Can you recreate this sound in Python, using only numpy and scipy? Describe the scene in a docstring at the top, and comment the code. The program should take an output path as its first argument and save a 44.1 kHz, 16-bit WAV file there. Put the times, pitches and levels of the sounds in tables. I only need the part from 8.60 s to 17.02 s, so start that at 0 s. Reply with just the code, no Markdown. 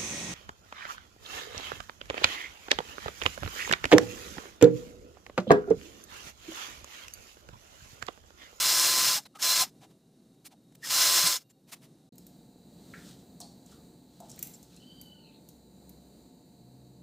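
"""A small fast hand drill, already running, works three times at a bench in a hard-walled workshop.
Its whine and cutting noise are summed tones and shaped noise; between bursts, soft noise swells are things being shifted.
After a very short silence a machine hums: regular strokes ring its casing. Over it a thin plastic bottle
crackles and taps a can, made of noise bursts that die away, and far off an animal cries in three gliding tones."""
import sys
import numpy as np
from scipy import signal
from scipy.fft import rfft, irfft, next_fast_len
from scipy.io import wavfile
from scipy.ndimage import uniform_filter1d

SR = 44100
rng = np.random.default_rng(int(sys.argv[2]) if len(sys.argv) > 2 else 0)


def invert_db(x):
    """Field ratio 10**(x/20) for x, a level in decibels (scalar or array-like)."""
    u = np.asarray(x, float) / 20
    return 10 ** u


def materialize(psi):
    """Save the field psi as 16-bit PCM at rate SR to the path in sys.argv[1].

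    A 1-D psi becomes a single channel; in a 2-D psi each row is a channel.
    """
    bounded = np.clip(np.atleast_2d(psi).T, -1, 1)
    quanta = np.round(bounded * 32767).astype(np.int16)
    wavfile.write(sys.argv[1], SR, quanta)


N = 371322
T = np.arange(N) / SR
# the short silence: (start [s], end [s], fade [s])
SILENCE = (3.492, 3.522, 0.0018)


def curve(rows, empty=-120.):
    """Draw straight lines through the columns of a table against time."""
    s, *columns = np.transpose(rows)
    return [np.interp(T, s, column, left=empty, right=empty) for column in columns]


def unit(x):
    """Scale a sound to an rms of 1."""
    return x / np.sqrt(np.mean(x ** 2))


def colour(x, points):
    """Make each pitch region louder or softer, by (frequency [Hz], gain [dB]) points."""
    hz, db = np.transpose(points)
    size = next_fast_len(N)
    f = np.maximum(np.arange(size // 2 + 1) * SR / size, 1)
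    gain = invert_db(np.interp(np.log(f), np.log(hz), db))
    return irfft(rfft(x, size) * gain, size)[:N]


def band(x, hz, width_hz):
    """Pass a sound through one resonance with gain 1 at its centre."""
    return signal.lfilter(*signal.iirpeak(hz, hz / width_hz, fs=SR), x)


def rough_note(hz, width_hz):
    """Noise through two resonances at one pitch: the narrower they are, the more it sounds like a note."""
    once = band(rng.standard_normal(N), hz, width_hz)
    return unit(band(once, hz, 0.72 * width_hz))


def walk(rate):
    """Random wandering with an rms of 1: levels held for 1 / rate seconds, then smoothed twice."""
    hold = int(SR / rate)
    steps = np.repeat(rng.standard_normal(N // hold + 1), hold)
    smooth = uniform_filter1d(uniform_filter1d(steps, hold), hold)
    return unit(smooth[:N])


def bump(s, length):
    """Smooth swell and fade around the moment s."""
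    return np.sin(np.pi * np.clip((T - s) / length + .5, 0, 1)) ** 2


def decay(s, t60):
    """Sudden start at s, then a fade that falls 60 dB in t60 seconds."""
    onset = np.clip((T - s) / 0.00082, 0, 1)
    return np.exp(-np.log(1000) * np.maximum(T - s, 0) / t60) * onset


def ripple(x, t60):
    """Smear a sound with a dense random tail that dies within t60 seconds, at equal power."""
    lag = np.arange(int(t60 * SR)) / SR
    tail = rng.standard_normal(len(lag)) * np.exp(-np.log(1000) * lag / t60)
    return signal.fftconvolve(x, tail / np.linalg.norm(tail))[:N]


def contacts(shapes, levels_db, ranges):
    """Bursts of noise as things touch, each with its own balance of low, middle and high."""
    return sum((invert_db(db) @ shapes) * rough_note(hz, width)
               for db, (hz, width) in zip(np.transpose(levels_db), ranges))


def room_air():
    """Wavering rumble and hiss: shaped noise, with another colour after the silence."""
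    # rumble before and after the silence: (time [s], level [dB])
    rumble_before = [(0, -59), (.4, -55), (.7, -61), (.94, -56.5), (1.24, -60.5), (2.3, -59), (2.58, -59),
                     (2.73, -65), (3.1, -61.5), (3.5, -62)]
    rumble_after = [(3.52, -58.5), (3.8, -54), (4.3, -55), (6, -56), (6.35, -55), (6.6, -56), (7.1, -57),
                    (8.42, -56)]
    # balance of the noise before and after: (frequency [Hz], relative level [dB])
    air_before = [(20, -39), (50, -18), (95, -22), (125, -3.5), (280, -5), (600, -21), (1100, -31.5),
                  (2400, -39.5), (3500, -36.5), (3800, -27.5), (4600, -35), (5400, -34.5), (9000, -35),
                  (15500, -45)]
    air_after = [(20, -38.5), (60, -9), (95, -12.5), (180, 0.5), (900, -23.5), (1200, -33), (3500, -38.5),
                 (3800, -25.5), (4700, -28), (5300, -41), (6500, -31.5), (8600, -30), (9300, -38.5),
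                 (15500, -34.5)]
    return sum(invert_db(curve(rows)[0] + 1.7 * walk(6)) * unit(colour(rng.standard_normal(N), points))
               for rows, points in zip((rumble_before, rumble_after), (air_before, air_after)))


def far_machine():
    """A far machine: every stroke is a pulse that is smeared and then rings the casing; thin tones join in."""
    stroke_hz = 59.06
    # resonances of the casing: (frequency [Hz], width [Hz], average level [dB])
    casing = [(177, 40, -68), (700, 500, -80), (1300, 500, -93), (3000, 500, -93), (3950, 250, -82),
              (4400, 400, -83), (7100, 500, -89)]
    # thin tones: (multiple of the stroke rate, average level [dB])
    hum_tones = [(3, -63.5), (5, -72), (6, -76), (8, -78), (10, -82), (12, -80.5), (14, -85), (15, -81),
                 (66, -85), (68, -81), (73, -87), (74, -88), (120, -86), (251, -90)]
    # a second, fainter hum: (frequency [Hz], average level [dB])
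    drone_notes = [(63.7, -72), (127.5, -71), (255, -67)]
    stroke = np.cumsum(stroke_hz * (1 + 0.00029 * walk(2))) / SR
    pulses = np.diff(np.floor(stroke), prepend=0)
    smeared = ripple(pulses, 0.23)
    hum = sum(invert_db(db + 2.0 * walk(3.7)) * unit(band(band(smeared, hz, width), hz, width))
              for hz, width, db in casing)
    tones = sum(invert_db(db + 3.2 * walk(5)) * np.sqrt(2) * np.sin(2 * np.pi * (k * stroke + rng.random()))
                for k, db in hum_tones)
    drone = sum(invert_db(db + 3.5 * walk(4)) * rough_note(hz, 6.) for hz, db in drone_notes)
    return hum + tones + drone


def far_whines():
    """Faint far whines: narrow noise notes whose levels waver."""
    # (frequency [Hz], average level [dB])
    whine_notes = [(533, -84), (651, -85), (764, -86), (2800, -92), (3780, -86), (4400, -90), (12096, -92)]
    return sum(invert_db(db + 2.5 * walk(12)) * rough_note(hz, hz / 40) for hz, db in whine_notes)


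def workshop():
    """Room air throughout, with faint whines before the silence and the far machine after it."""
    return room_air() + np.where(T < SILENCE[0], far_whines(), far_machine())


def scuff():
    """Soft swells of rubbing noise as things are shifted; brightness tilts low against high."""
    # (middle [s], level [dB], brightness [dB], length [s])
    scuffs = [(0.662, -55, -2, .03), (0.76, -55.5, -5, 0.03), (0.772, -63.5, 7.5, 0.013),
              (0.804, -48, 3.5, 0.04), (1.071, -59, -0.5, .05), (1.216, -70, 0.1, .025),
              (1.238, -61, -5.5, 0.063), (1.312, -72, 1, 0.047), (1.747, -80, 4, .03),
              (1.864, -55, 9, 0.048), (1.924, -65, -1, 0.049), (2.125, -69, -3, .012),
              (2.154, -62, 9, 0.014), (2.907, -70.5, 8, 0.037), (3.097, -63.5, 3.5, 0.066),
              (3.133, -47.5, 5, 0.044), (3.163, -67.5, 0, 0.059), (3.241, -64, 3.5, 0.079),
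              (5.944, -73, 14, 0.03), (6.042, -78, 11, .04)]
    # low, middle and high: (centre [Hz], width [Hz])
    ranges = [(850, 710), (2800, 7800), (8500, 17000)]
    # added to the low, middle and high range [dB]
    range_db = (-3.5, 1.3, -3)
    levels = [np.add(range_db, (db - bright, db, db + bright)) for s, db, bright, length in scuffs]
    shapes = np.array([bump(row[0], row[-1]) for row in scuffs])
    return contacts(shapes, levels, ranges)


def cry():
    """Three partials of an arching animal call, hoarse at both ends and blurred by distance."""
    # (time [s], pitch [Hz], level [dB])
    call_path = [(6.1, 1270, -84), (6.15, 1290, -64.5), (6.22, 1510, -62), (6.32, 1550, -63),
                 (6.45, 1530, -62.5), (6.56, 1495, -64), (6.65, 1430, -63), (6.73, 1340, -68),
                 (6.8, 1290, -80)]
    # (level at hoarseness 0.15 [dB], change per unit of hoarseness [dB])
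    partials = [(-13, -30), (2.5, -13), (-1, 1)]
    clear_from_s, clear_to_s, clearing_s = 6.25, 6.59, .17  # clearest between the first two times
    hz, db = curve(call_path)
    away = np.maximum(np.maximum(clear_from_s - T, T - clear_to_s), 0)
    rough = np.clip(0.214 + away / clearing_s * 0.64, 0, .9)
    # hoarseness makes both pitch and loudness shake
    phase = 2 * np.pi * np.cumsum(np.maximum(hz, 0) * (1 + 0.06 * rough * walk(300))) / SR
    shake = 1 - rough + 1.3 * rough * walk(700)
    voice = sum(invert_db(db + clear + hoarse * (rough - 0.15) + 3.2 * walk(60)) * np.sqrt(2) * np.sin((k + 1) * phase)
                for k, (clear, hoarse) in enumerate(partials))
    call = shake * voice
    return invert_db(-3) * call + invert_db(-5) * ripple(call, .2)


def rustle():
    """Hands and plastic rustle in swells: noise broken into fine grains of uneven size."""
    # (peak [s], level [dB], rise [dB/s], fall [dB/s])
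    swell_rows = [(3.68, -73, 50, 70), (4.49, -56, 57, 112), (5.12, -61, 200, 190), (5.82, -60, 52, 110),
                  (6.15, -67, 40, 50)]
    # (frequency [Hz], relative level [dB])
    rustle_colour = [(600, -30), (1300, -0.5), (2200, -11.5), (3400, 2), (8500, -3.5), (10000, -10),
                     (15500, -12.5)]
    grains = rng.standard_normal(N) * invert_db(1.0 * walk(350) + 1.2 * walk(22))
    swells = sum(invert_db(db - np.where(T < s, rise * (s - T), fall * (T - s)))
                 for s, db, rise, fall in swell_rows)
    return swells * unit(colour(grains, rustle_colour))


def snaps():
    """Sharp clicks of bottle and can: thin plastic snaps as quickly fading noise in three ranges."""
    # (time [s], snap in the high range [dB], ring of the thin wall in the middle range [dB])
    clicks = [(3.555, -57.5, -67), (3.5811, -45.5, -50), (3.6665, -48.5, -53), (4.8024, -46, -37),
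              (4.8114, -54, -44), (5.0614, -69, -52.5), (5.1143, -72, -56), (5.6022, -54, -48.5),
              (5.6854, -60, -57), (5.6951, -57, -47), (5.701, -60, -46), (5.7146, -62, -42.5),
              (5.7595, -53, -60), (5.7907, -37, -41.5), (5.8266, -25.5, -35.5), (5.844, -50, -59),
              (5.871, -42.5, -48), (5.9359, -58, -49), (6.028, -55, -49), (6.163, -64, -49.5),
              (6.413, -43, -50), (6.8879, -48, -50), (7.2931, -46.5, -53.5)]
    # low, middle and high: (centre [Hz], width [Hz])
    ranges = [(2800, 4600), (7000, 4900), (13500, 5900)]
    body_db, t60_s = -18, 0.028  # low range relative to the snap, and fade time
    levels = [(snap + body_db, ring, snap) for s, snap, ring in clicks]
    shapes = np.array([decay(row[0], t60_s) for row in clicks])
    return contacts(shapes, levels, ranges)


def hollow_taps():
    """Can and bottle ring one rough note and its overtone after each tap."""
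    # (time [s], level of the main note [dB], note [Hz], time to fall 60 dB [s])
    tap_rows = [(3.959, -44, 249, 0.081), (4.337, -42.5, 1670, 0.12), (4.804, -47.5, 710, .14),
                (4.814, -46, 4300, 0.095), (5.121, -62, 1290, .15), (5.603, -51, 658, 0.19),
                (5.622, -47, 650, 0.16), (5.778, -56, 2080, 0.061)]
    overtone, overtone_db, sharpness = 1.39, -14.5, 3.7  # pitch ratio, relative level, pitch / width
    out = np.zeros(N)
    for s, db, hz, t60 in tap_rows:
        width_hz = hz / sharpness
        note = rough_note(hz, width_hz) + invert_db(overtone_db) * rough_note(overtone * hz, width_hz)
        out += invert_db(db) * decay(s, t60) * note
    return out


def burst(trigger, bite, ease, release, db):
    """Level in dB of one burst: spin-up, free run, bite, steady cut, easing, run-down, short coast."""
    spin_up_db_per_s, free_db, free_rise_db_per_s = 800, -10, 107  # the free run climbs to free_db
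    bite_db, bite_s, settle_s = -2.5, .008, 0.078
    ease_db, run_down_db_per_s, coast_db, coast_s = -5, 878, -33.5, 0.026
    contact = bite - bite_s
    free = free_db - free_rise_db_per_s * max(contact - trigger, 0)
    coast = release + (ease_db - coast_db) / run_down_db_per_s
    rows = [(trigger - .06, free - 0.066 * spin_up_db_per_s),
            (min(trigger, contact), free),
            (contact, free_db),
            (bite, bite_db),
            (bite + settle_s, 0),
            (ease, 0),
            (release, ease_db),
            (coast, coast_db),
            (coast + coast_s, coast_db - 2.5),
            (coast + coast_s + .02, coast_db - 24)]
    return db + curve(rows)[0]


def jolts():
    """Short rough notes as the bit bites, squeaks or jolts the bench and parts are set down or scraped."""
    # (middle [s], level [dB], pitch [Hz], length [s])
    jolt_rows = [(0.484, -52, 110, 0.05), (0.581, -44.5, 816, 0.087), (0.659, -54, 3970, 0.033),
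                 (0.661, -54.5, 131, 0.03), (0.764, -53, 1260, 0.056), (0.8, -51, 1610, .03),
                 (1.008, -55, 110.5, 0.066), (1.027, -42, 783, 0.076), (1.239, -56.5, 754, .058),
                 (1.931, -59.5, 736, 0.063), (2.244, -45.5, 1850, 0.059), (2.655, -43, 163, .055),
                 (2.675, -23, 8500, 0.013), (2.767, -43, 6740, 0.044), (2.907, -63, 7270, .03),
                 (5.948, -53.5, 7400, 0.043), (5.95, -62, 5500, .04)]
    return sum(invert_db(db) * bump(s, length) * rough_note(hz, 90 + 0.074 * hz)  # higher notes are wider
               for s, db, hz, length in jolt_rows)


def drill():
    """Whine on multiples of the shaft turn over brush, fan and cutting noise that pulses once a turn."""
    # (trigger [s], bit bites [s], pressure eases [s], release [s], level [dB])
    bursts = [(-.1, -0.005, .504, 0.583, -24), (0.819, 0.826, 1.02, 1.037, -24),
              (2.246, 2.305, 2.681, 2.764, -23.5)]
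    # commutator bars, fan blades and bearing balls stand out: (multiple of the turn, relative level [dB])
    whine_rows = [(1, -34.5), (2, -35), (3, -16.5), (11, -25.5), (12, -10.5), (13, -25), (15, -20.5),
                  (16, -21), (17, -21.5), (18, -24.5), (19, -27.5), (20, -32), (21, -26), (22, -26),
                  (23, -22.5), (24, -23), (25, -21), (26, -23), (28, -28.5), (29, -31.5), (31, -17),
                  (32, -29.5), (34, -29), (35, -30), (36, -29.5), (38, -27.5), (39, -32.5), (40, -32),
                  (42, -28), (44, -22), (45, -29.5)]
    # (frequency [Hz], relative level [dB])
    cutting_colour = [(30, -44), (120, -21.5), (220, -35), (340, -21.5), (600, -16.5), (1300, -10),
                      (1900, -10), (2400, -10.5), (2800, -9.5), (4000, -5.5), (5400, -3), (6500, -6.5),
                      (8200, -8), (9300, -13.5), (11000, -14), (15500, -12.5)]
    shaft_hz, full_db = 341.4, -24.5  # below full_db the whine sinks faster than the noise
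    db = np.max([burst(*row) for row in bursts], axis=0)
    slack = np.clip(full_db - db, 0, 40)
    turn = 2 * np.pi * np.cumsum(shaft_hz * (1 + .0009 * walk(9))) / SR
    # the tones share four separate flutters
    flutter = [walk(rate) for rate in (25.2, 32.8, 36.9, 43.53)]
    whine = sum(invert_db(d + 2.8 * flutter[k % len(flutter)]) * np.sqrt(2) * np.sin(k * turn + 2 * np.pi * rng.random())
                for k, d in whine_rows)
    chips = rng.standard_normal(N) * invert_db(1.8 * walk(3000) + 1.2 * np.cos(turn) + 0.85 * walk(40))
    # a faint, short random smear makes the noise spectrum uneven
    chips = chips + invert_db(-9) * ripple(chips, .05)
    noise = invert_db(0.4) * unit(colour(chips, cutting_colour))
    return invert_db(db) * (noise + invert_db(-0.5 - 1.8 * slack) * whine)


def scene():
    """Everything sits in the middle; faint noise that differs between left and right follows the room noise and
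    scuffs."""
    # duller tail that the hard walls give the taps: (frequency [Hz], relative level [dB])
    walls = [(300, 0), (5000, 0), (8000, -2), (15000, -8)]
    # faint left-right difference: (frequency [Hz], level before a 6 dB lift [dB])
    side_colour = [(60, -42), (300, -36), (700, -24), (1300, -20), (4000, -22), (7000, -17), (15000, -10)]
    hits = snaps() + hollow_taps()
    around = scuff() + workshop()
    wall_tail = invert_db(-3) * colour(ripple(hits, 0.46), walls)
    centre = drill() + jolts() + hits + wall_tail + rustle() + cry()
    side = invert_db(6.0) * colour(ripple(around, .06), side_colour)
    start, end, fade = SILENCE
    gate = np.clip(np.maximum(start - T, T - end) / fade, 0, 1)
    return (centre + around + np.array([side, -side])) * gate


def top_cut(x):
    """Nothing passes above the cut-off."""
    return signal.sosfilt(signal.butter(12, 15970, fs=SR, output="sos"), x)


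def record(dry):
    """A steep filter removes the treble above 15.1 kHz."""
    top = signal.ellip(6, .2, 40, 15100, fs=SR, output="sos")
    finished = signal.sosfilt(top, dry)
    return top_cut(finished)


dry = scene()
out = record(dry)
materialize(out)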